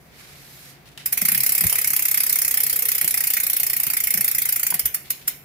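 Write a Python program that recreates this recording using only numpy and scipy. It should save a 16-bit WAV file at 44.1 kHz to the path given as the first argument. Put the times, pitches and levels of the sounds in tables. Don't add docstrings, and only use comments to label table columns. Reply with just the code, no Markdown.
import sys
import numpy as np
from scipy import signal
from scipy.fft import rfft, irfft, next_fast_len
from scipy.io import wavfile

SR = 44100
rng = np.random.default_rng(int(sys.argv[2]) if len(sys.argv) > 2 else 0)


def store_pcm(level_fs):
    pcm = np.round(np.clip(level_fs, -1, 1) * 32767).astype(np.int16)
    wavfile.write(sys.argv[1], SR, np.atleast_2d(pcm).T)


N = 240296
T = np.arange(N) / SR
SIDES = np.array([[.5], [-.5]])

# (time [s], relative snap level [dB], relative knock level [dB], landing time of the pawls [s])
HAND_CLICKS = [(1.0595, -18.5, -31.5, 0.0033), (1.1252, -17.5, -28.5, 0.0053),
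               (1.1747, -18.5, -25.5, 0.0039), (1.2159, -17.5, -26.5, 0.0032), (1.252, -16, -25.5, 0.0049),
               (1.285, -15.5, -21.5, .0053), (4.7415, -18.5, -28.5, .0027), (4.7942, -17.5, -34, 0.0024),
               (4.8561, -15.5, -32, .0032), (4.9447, -18, -33, 0.0026), (5.104, -19, -33.5, 0.0023),
               (5.2765, -23.5, -39, 0.0022), (5.2792, -18.5, -32, .0015)]
# (frequency [Hz], relative level [dB])
SNAP_EQ = [(150, -20.5), (600, -21), (1200, -16.5), (2800, -11), (4000, -14), (5200, -6.5), (5850, -10),
           (7000, -5), (8300, -7), (10500, 3), (12100, 5), (13400, 0), (14500, 3.5), (15350, -1.5)]
# (frequency [Hz], scatter [dB])
RIPPLE = [(1000, 4), (4000, 10), (7000, 8), (9000, 5.5), (11000, 3.5)]
# (frequency [Hz], relative level [dB], t60 [s], pan [dB])
CLICK_MODES = [(245, -28, .15, 0), (485, -26, .14, 0), (724, -26, .12, 0), (4900, -16, .04, 0),
               (5295, -12.5, .055, -1), (5490, -14.5, .05, 1), (6300, -17, .03, -1), (7260, -17, .04, -2),
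               (11250, -9, .035, -3), (12030, -8, .05, 2), (12250, -7, .07, 1), (12965, -2.5, .055, -1),
               (13720, 3.5, .07, -5), (13835, 3, .09, 4), (14660, -.5, .06, 3), (15280, -7, .05, 2)]
# (frequency [Hz], relative level [dB], t60 [s], pan [dB])
SHELL_MODES = [(1329, -9.5, 0.023, -7), (1573, -11.5, .04, -2), (1858, -2, 0.028, -8.5),
               (2012, 0.5, 0.027, -0.5), (2163, 3, 0.059, -9), (2364, -0.5, 0.043, -1.5),
               (2480, -6, 0.033, -1), (2775, -14, .02, -5)]
# (frequency [Hz], relative level [dB])
CLATTER_EQ = [(60, -29), (250, -10.5), (750, -6.5), (1100, -17.5), (1550, 1), (1900, 6.5), (2600, 14.5),
              (3200, -11), (5000, -2.5)]
# (frequency [Hz], relative level [dB])
WALL_EQ = [(100, -10.5), (600, 4.5), (1200, 1), (2100, 13.5), (3500, 9.5), (5200, 10), (8000, 8.5),
           (11000, 9), (15000, 7)]
# (time [s], relative level [dB], treble lift [dB])
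RUSTLE_CURVE = [(0, -70, 18), (.11, -54, -6), (.2, -46.5, 1), (.5, -51, 6.5), (.71, -49.5, 8),
                (.8, -55.5, -13), (.96, -62, -7), (1.0, -42.5, -12), (1.2, -80, 0)]
# (frequency [Hz], relative level [dB])
RUSTLE_EQ = [(200, -22), (700, -12), (1100, -1.5), (2000, 6.5), (3000, 1.5), (4400, 2), (7700, -4.5),
             (13000, -2.5), (15500, -11.5)]
# (time [s], relative energy [dB])
JOLTS = [(1.222, -4), (1.2481, -9), (1.2853, -10.5), (1.323, -8), (1.354, -11), (4.146, -8.5), (4.178, -13),
         (4.193, -11)]
# (frequency [Hz], relative level [dB], t60 [s], pitch lift under pressure [Hz])
FRAME_MODES = [(126.6, 4.5, 0.12, 130), (560, -7.5, 0.038, 30)]
# (time [s], level [dB], pitch [Hz], swell [s], t60 [s], pan [dB], roughness [0-1])
HAND_BUMPS = [(1.382, -41, 133, 0.012, 0.31, 0.5, 0.3), (1.62, -37, 187, .005, 0.051, 10, 0.3),
              (1.641, -33, 600, 0.0022, 0.018, 4, .9), (1.647, -28, 161, 0.009, 0.045, 11, .1),
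              (1.655, -27, 94, 0.0037, 0.095, 6, 0.33), (1.726, -36.5, 840, 0.0056, 0.19, 0, 1),
              (3.057, -41.5, 171, 0.013, 0.056, 16, .6), (3.881, -41.5, 137, 0.013, 0.043, 14, 0.5),
              (3.888, -37.5, 60, .01, 0.065, 2, 0.4), (4.725, -25, 957, 0.001, 0.021, 2, 0.33),
              (4.742, -40.5, 732, 0.0077, 0.15, 4, .5), (4.751, -41, 157, 0.022, 0.14, 4, .4),
              (4.855, -41, 61.7, 0.021, 0.12, -11, 0.2)]
# (time [s], relative energy [dB])
FIRST_TICK = [(.976, -9)]
# (time [s], level [dB], swell [s], t60 [s])
SCRAPES = [(.872, -47, 0.012, 0.25), (.931, -59, 0.0069, 0.23), (5.065, -44.5, 0.02, 1),
           (5.235, -55, 0.023, 1)]
# (frequency [Hz], relative level [dB])
SCRAPE_EQ = [(500, -9), (1700, 0.5), (2600, 4.5), (3700, 3), (5000, 0.5), (7000, -4.5), (11000, -4.5),
             (15000, -11)]
# (frequency [Hz], width [Hz], relative level [dB])
SWISH_MODES = [(11500, 900, -13), (12650, 450, -3), (13900, 350, 1)]
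# (frequency [Hz], relative level [dB])
ROOM_EQ = [(18, -19), (33, -16), (52, 1), (105, -4.5), (138, 5), (200, -4), (400, -8.5), (750, -11.5),
           (1100, -16.5), (2200, -17.5), (5000, -42.5), (15000, -25)]
# (frequency [Hz], level [dB])
HUM_PARTIALS = [(137, -60), (365, -69), (724, -71)]


def freehub(snap_db=29, ring_db=24.5, knock_db=24, clatter_db=18, snap_pan_db=-2, clatter_pan_db=-4):
    clicks = np.vstack([HAND_CLICKS, coasting_clicks()])
    clicks = clicks[np.argsort(clicks[:, 0])]
    snaps, knocks, clatter, rings = np.zeros((4, 2, N))
    for time, db, body_db, landing_s in clicks:
        add(snaps, time, undb(db + snap_db) * pawl_snap(landing_s))
        add(rings, time + landing_s / 4, undb(db + ring_db) * ring(CLICK_MODES))
        add(knocks, time, undb(body_db + knock_db) * shell_knock(landing_s))
        add(clatter, time, undb(body_db + clatter_db) * dense_ring(t60=.11))
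    slides = pawl_slides(clicks[:, 0], clicks[:, 1])
    steel = colour(snaps + slides, SNAP_EQ) * undb(snap_pan_db * SIDES) + rings
    shell = knocks + colour(clatter, CLATTER_EQ) * undb(clatter_pan_db * SIDES)
    tails = undb(-17) * reverb(steel, t60=.52) + undb(-8) * reverb(shell, t60=.67)
    walls = undb(-16) * colour(reverb(snaps, t60=.25), WALL_EQ)
    return steel + shell + tails + walls


def coasting_clicks(from_s=1.3186, to_s=4.72, teeth_per_s=34.794, slowing_per_s2=2.0534,
                    teeth_per_turn=30, jitter_s=.0003, landing_s=.0032, landing_scatter=.3):
    length_s = to_s - from_s
    tooth = np.arange(teeth_per_s * length_s - slowing_per_s2 * length_s ** 2 / 2)
    rate = np.sqrt(teeth_per_s ** 2 - 2 * slowing_per_s2 * tooth)
    late, snap, body, landing = rng.standard_normal((len(tooth), 4)).T

    def level(full_speed_db, per_doubling_db, swing_db, loudest_turn):
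        swing = np.cos(2 * np.pi * (tooth / teeth_per_turn - loudest_turn))
        return full_speed_db + per_doubling_db * np.log2(rate / teeth_per_s) + swing_db * swing

    times = from_s + (teeth_per_s - rate) / slowing_per_s2 + jitter_s * late
    snap_db = level(-17.5, per_doubling_db=4, swing_db=.42, loudest_turn=.18) + 1.04 * snap
    knock_db = level(-28.5, per_doubling_db=3, swing_db=1.5, loudest_turn=.012) + 3 * body
    return np.column_stack([times, snap_db, knock_db, landing_s * np.exp(landing_scatter * landing)])


def pawl_snap(landing_s, pawls=4, scatter_s=.0003, uneven_db=.5, crack_db=-4):
    force, late = rng.standard_normal((2, pawls))
    click = np.zeros((2, SR // 14))
    for k, share in enumerate(unit(undb(uneven_db * force))):
        pawl = unit(dense_ring(t60=.069) + undb(crack_db) * dense_ring(t60=.0071))
        add(click, landing_s * k / pawls + scatter_s * np.sqrt(k) * late[k], share * pawl)
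    return unit(vary_click_colour(click))


def vary_click_colour(click, step_hz=300, ceiling_db=4.5):
    hz = np.arange(step_hz, SR / 2, step_hz)
    ripple_db = np.interp(hz, *np.transpose(RIPPLE)) * rng.standard_normal(len(hz))
    return colour(click, np.column_stack([hz, np.minimum(ripple_db, ceiling_db)]))


def pawl_slides(times, level_db, rise_s=.0016):
    upcoming = np.minimum(np.searchsorted(times, T), len(times) - 1)
    wait = times[upcoming] - T
    swell = (wait > 0) * np.exp(-np.abs(wait) / rise_s)
    return swell * undb(level_db[upcoming]) * rng.standard_normal((2, N))


def shell_knock(landing_s, last_db=-2, bounce_s=.0083, bounce_db=-5, favour_db=2.5):
    modes = np.array(SHELL_MODES, float)
    modes[:, 1] += favour_db * rng.standard_normal(len(modes))
    bounce_at = bounce_s + landing_s * rng.standard_normal() / 2
    out = np.zeros((2, SR // 10))
    for time, db in [(0, 0), (landing_s, last_db), (bounce_at, bounce_db)]:
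        add(out, time, undb(db) * ring(modes, detune=.02))
    return out / np.sqrt(np.sum(out ** 2) / 2)


def ring(modes, detune=.0018, uneven_db=2.5):
    t = T[:SR // 10]
    hz, db, t60, pan_db = np.transpose(modes)[:, :, None]
    bend, share = rng.standard_normal((2, len(hz), 1))
    waves = np.exp(2j * np.pi * hz * (1 + detune * bend) * t) * fade(t, t60)
    gains = (undb(db + uneven_db * share) / np.sqrt(t60)).T * undb(pan_db.T * SIDES)
    phases = np.exp(2j * np.pi * rng.random((2, len(hz))))
    sound = ((gains * phases) @ waves).imag
    return sound / np.sqrt(np.sum(sound ** 2) / 2)


def dense_ring(t60):
    t = T[:SR // 16]
    return unit(rng.standard_normal((2, len(t))) * fade(t, t60))


def tyre_rustle(slips_per_s=2500, uneven_db=1, slip_t60=.09, pan_db=-2, split_hz=6000):
    times, level_db, treble_db = np.transpose(RUSTLE_CURVE)
    slips = (rng.random(N) < slips_per_s / SR) * undb(uneven_db * rng.exponential(size=N))
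    hiss = colour(friction(slips, slip_t60), RUSTLE_EQ)
    low = butter(hiss, 1, split_hz, "low")
    tilted = low + (hiss - low) * undb(np.interp(T, times, treble_db))
    return tilted / hiss.std() * undb(np.interp(T, times, level_db) + pan_db * SIDES)


def frame_thuds(settle_s=.011, lowest_hz=90, room_db=-13, room_t60=.3):
    t = T[:SR // 5]
    eased = settle_s * (1 - np.exp(-t / settle_s))
    note = unit(sum(undb(db) * unit(np.sin(2 * np.pi * (hz * t + lift_hz * eased)) * fade(t, t60))
                    for hz, db, t60, lift_hz in FRAME_MODES))
    out = np.zeros((2, N))
    for time, db in JOLTS:
        add(out, time, undb(db) * note[None])
    out += undb(room_db) * reverb(out, room_t60)
    return butter(out, 3, lowest_hz, "high")


def hand_bumps(rub_ratio=1.94, lead_s=.1):
    out = np.zeros((2, N))
    t = T[:SR // 3] - lead_s
    for time, db, hz, swell_s, t60, pan_db, rough in HAND_BUMPS:
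        rub = butter(rng.standard_normal(len(t)), 2, [hz / rub_ratio, hz * rub_ratio], "band")
        note = np.sqrt(2 * (1 - rough)) * np.sin(2 * np.pi * hz * t) + np.sqrt(rough) * rub / rub.std()
        add(out, time - lead_s, swell_and_fade(t, swell_s, t60) * note * undb(db + pan_db * SIDES))
    return out


def first_tick(ring_t60=.039, room_db=-3, room_t60=.4):
    out = np.zeros((2, N))
    for time, db in FIRST_TICK:
        add(out, time, undb(db) * dense_ring(ring_t60))
    return colour(out + undb(room_db) * reverb(out, room_t60), SCRAPE_EQ)


def steel_scrapes(slips_per_s=1500, slip_t60=.05):
    slips = (rng.random(N) < slips_per_s / SR) * rng.exponential(size=N)
    grit = colour(friction(slips, slip_t60), SCRAPE_EQ)
    level = sum(undb(db) * swell_and_fade(T - time, swell_s, t60) for time, db, swell_s, t60 in SCRAPES)
    return level * grit / grit.std()


def metallic_swish(peak_s=.55, swell_s=.13, gain_db=-55):
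    noise, out = rng.standard_normal((2, N)), 0
    for hz, width_hz, db in SWISH_MODES:
        band = signal.lfilter(*signal.iirpeak(hz, hz / width_hz, fs=SR), noise)
        out = out + undb(db) * band / band.std()
    return out * undb(gain_db) * np.exp(-((T - peak_s) / swell_s) ** 2)


def distant_tone(hz=478, width_hz=65, peak_s=2.85, peak_db=-51.5, rise_db_per_s=34, fall_db_per_s=67):
    note = butter(rng.standard_normal(N), 2, [hz - width_hz / 2, hz + width_hz / 2], "band")
    since = T - peak_s
    return note / note.std() * undb(peak_db + np.minimum(rise_db_per_s * since, -fall_db_per_s * since))


def room_tone(rumble_db=-52, apart_hz=900, bass_side_db=-9, pan_db=.5, waver_db=2):
    mid, side = colour(rng.standard_normal((2, N)), ROOM_EQ)
    side = undb(bass_side_db) * side + (1 - undb(bass_side_db)) * butter(side, 1, apart_hz, "high")
    hum = sum(np.sqrt(2) * undb(db + waver_db * waver()) * np.sin(2 * np.pi * hz * T + 2 * waver())
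              for hz, db in HUM_PARTIALS)
    return (undb(rumble_db) * (mid + 2 * SIDES * side) + hum) * undb(pan_db * SIDES)


def reverb(x, t60, build_s=.016):
    t = T[:SR // 3]
    tail = unit(rng.standard_normal((2, len(t))) * fade(t, t60) * np.clip(t / build_s, 0, 1) ** 2)
    return signal.oaconvolve(x, tail, axes=-1)[:, :N]


def mono_bass(x, apart_hz=600):
    mid = x.mean(axis=0)
    return mid + butter(x - mid, 1, apart_hz, "high")


def friction(slips, t60):
    energy = signal.lfilter([1], [1, -fade(1 / SR, t60) ** 2], slips ** 2)
    return np.sqrt(energy) * rng.standard_normal((2, N))


def waver(per_s=7):
    steps = rng.standard_normal(int(T[-1] * per_s) + 2)
    return np.interp(T * per_s, np.arange(len(steps)), steps)


def colour(x, points):
    size = next_fast_len(2 * x.shape[-1], True)
    size += size % 2
    hz, db = np.transpose(points)
    bins_hz = np.arange(size // 2 + 1) * SR / size
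    gain = undb(np.interp(np.log(bins_hz + 1), np.log(hz), db))
    cepstrum = irfft(np.log(gain / np.sqrt(np.mean(gain ** 2))))
    cepstrum[1:size // 2] *= 2
    cepstrum[size // 2 + 1:] = 0
    return irfft(rfft(x, size) * np.exp(rfft(cepstrum)))[..., :x.shape[-1]]


def butter(x, order, hz, kind):
    return signal.sosfilt(signal.butter(order, hz, kind, fs=SR, output="sos"), x)


def swell_and_fade(t, swell_s, t60):
    return np.exp(np.minimum(t, 0) / swell_s) * fade(np.maximum(t, 0), t60)


def fade(t, t60):
    return np.exp(-np.log(1000) * t / t60)


def undb(db):
    return 10 ** (np.asarray(db) / 20)


def unit(x):
    return x / np.sqrt(np.sum(x ** 2, axis=-1, keepdims=True))


def add(out, time, sound):
    start = max(int(time * SR), 0)
    part = sound[:, :max(out.shape[1] - start, 0)]
    out[:, start:start + part.shape[1]] += part


def scene():
    wheel = mono_bass(freehub()) + first_tick() + tyre_rustle() + metallic_swish() + steel_scrapes()
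    return wheel + frame_thuds() + hand_bumps() + room_tone() + distant_tone()


def record(dry, low_cut_hz=38, top_hz=15450):
    lean = butter(dry, 2, low_cut_hz, "high")
    rounded = 2 * np.tanh(lean / 2)
    return signal.sosfilt(signal.ellip(8, .2, 70, top_hz, fs=SR, output="sos"), rounded)


dry = scene()
out = record(dry)
store_pcm(out)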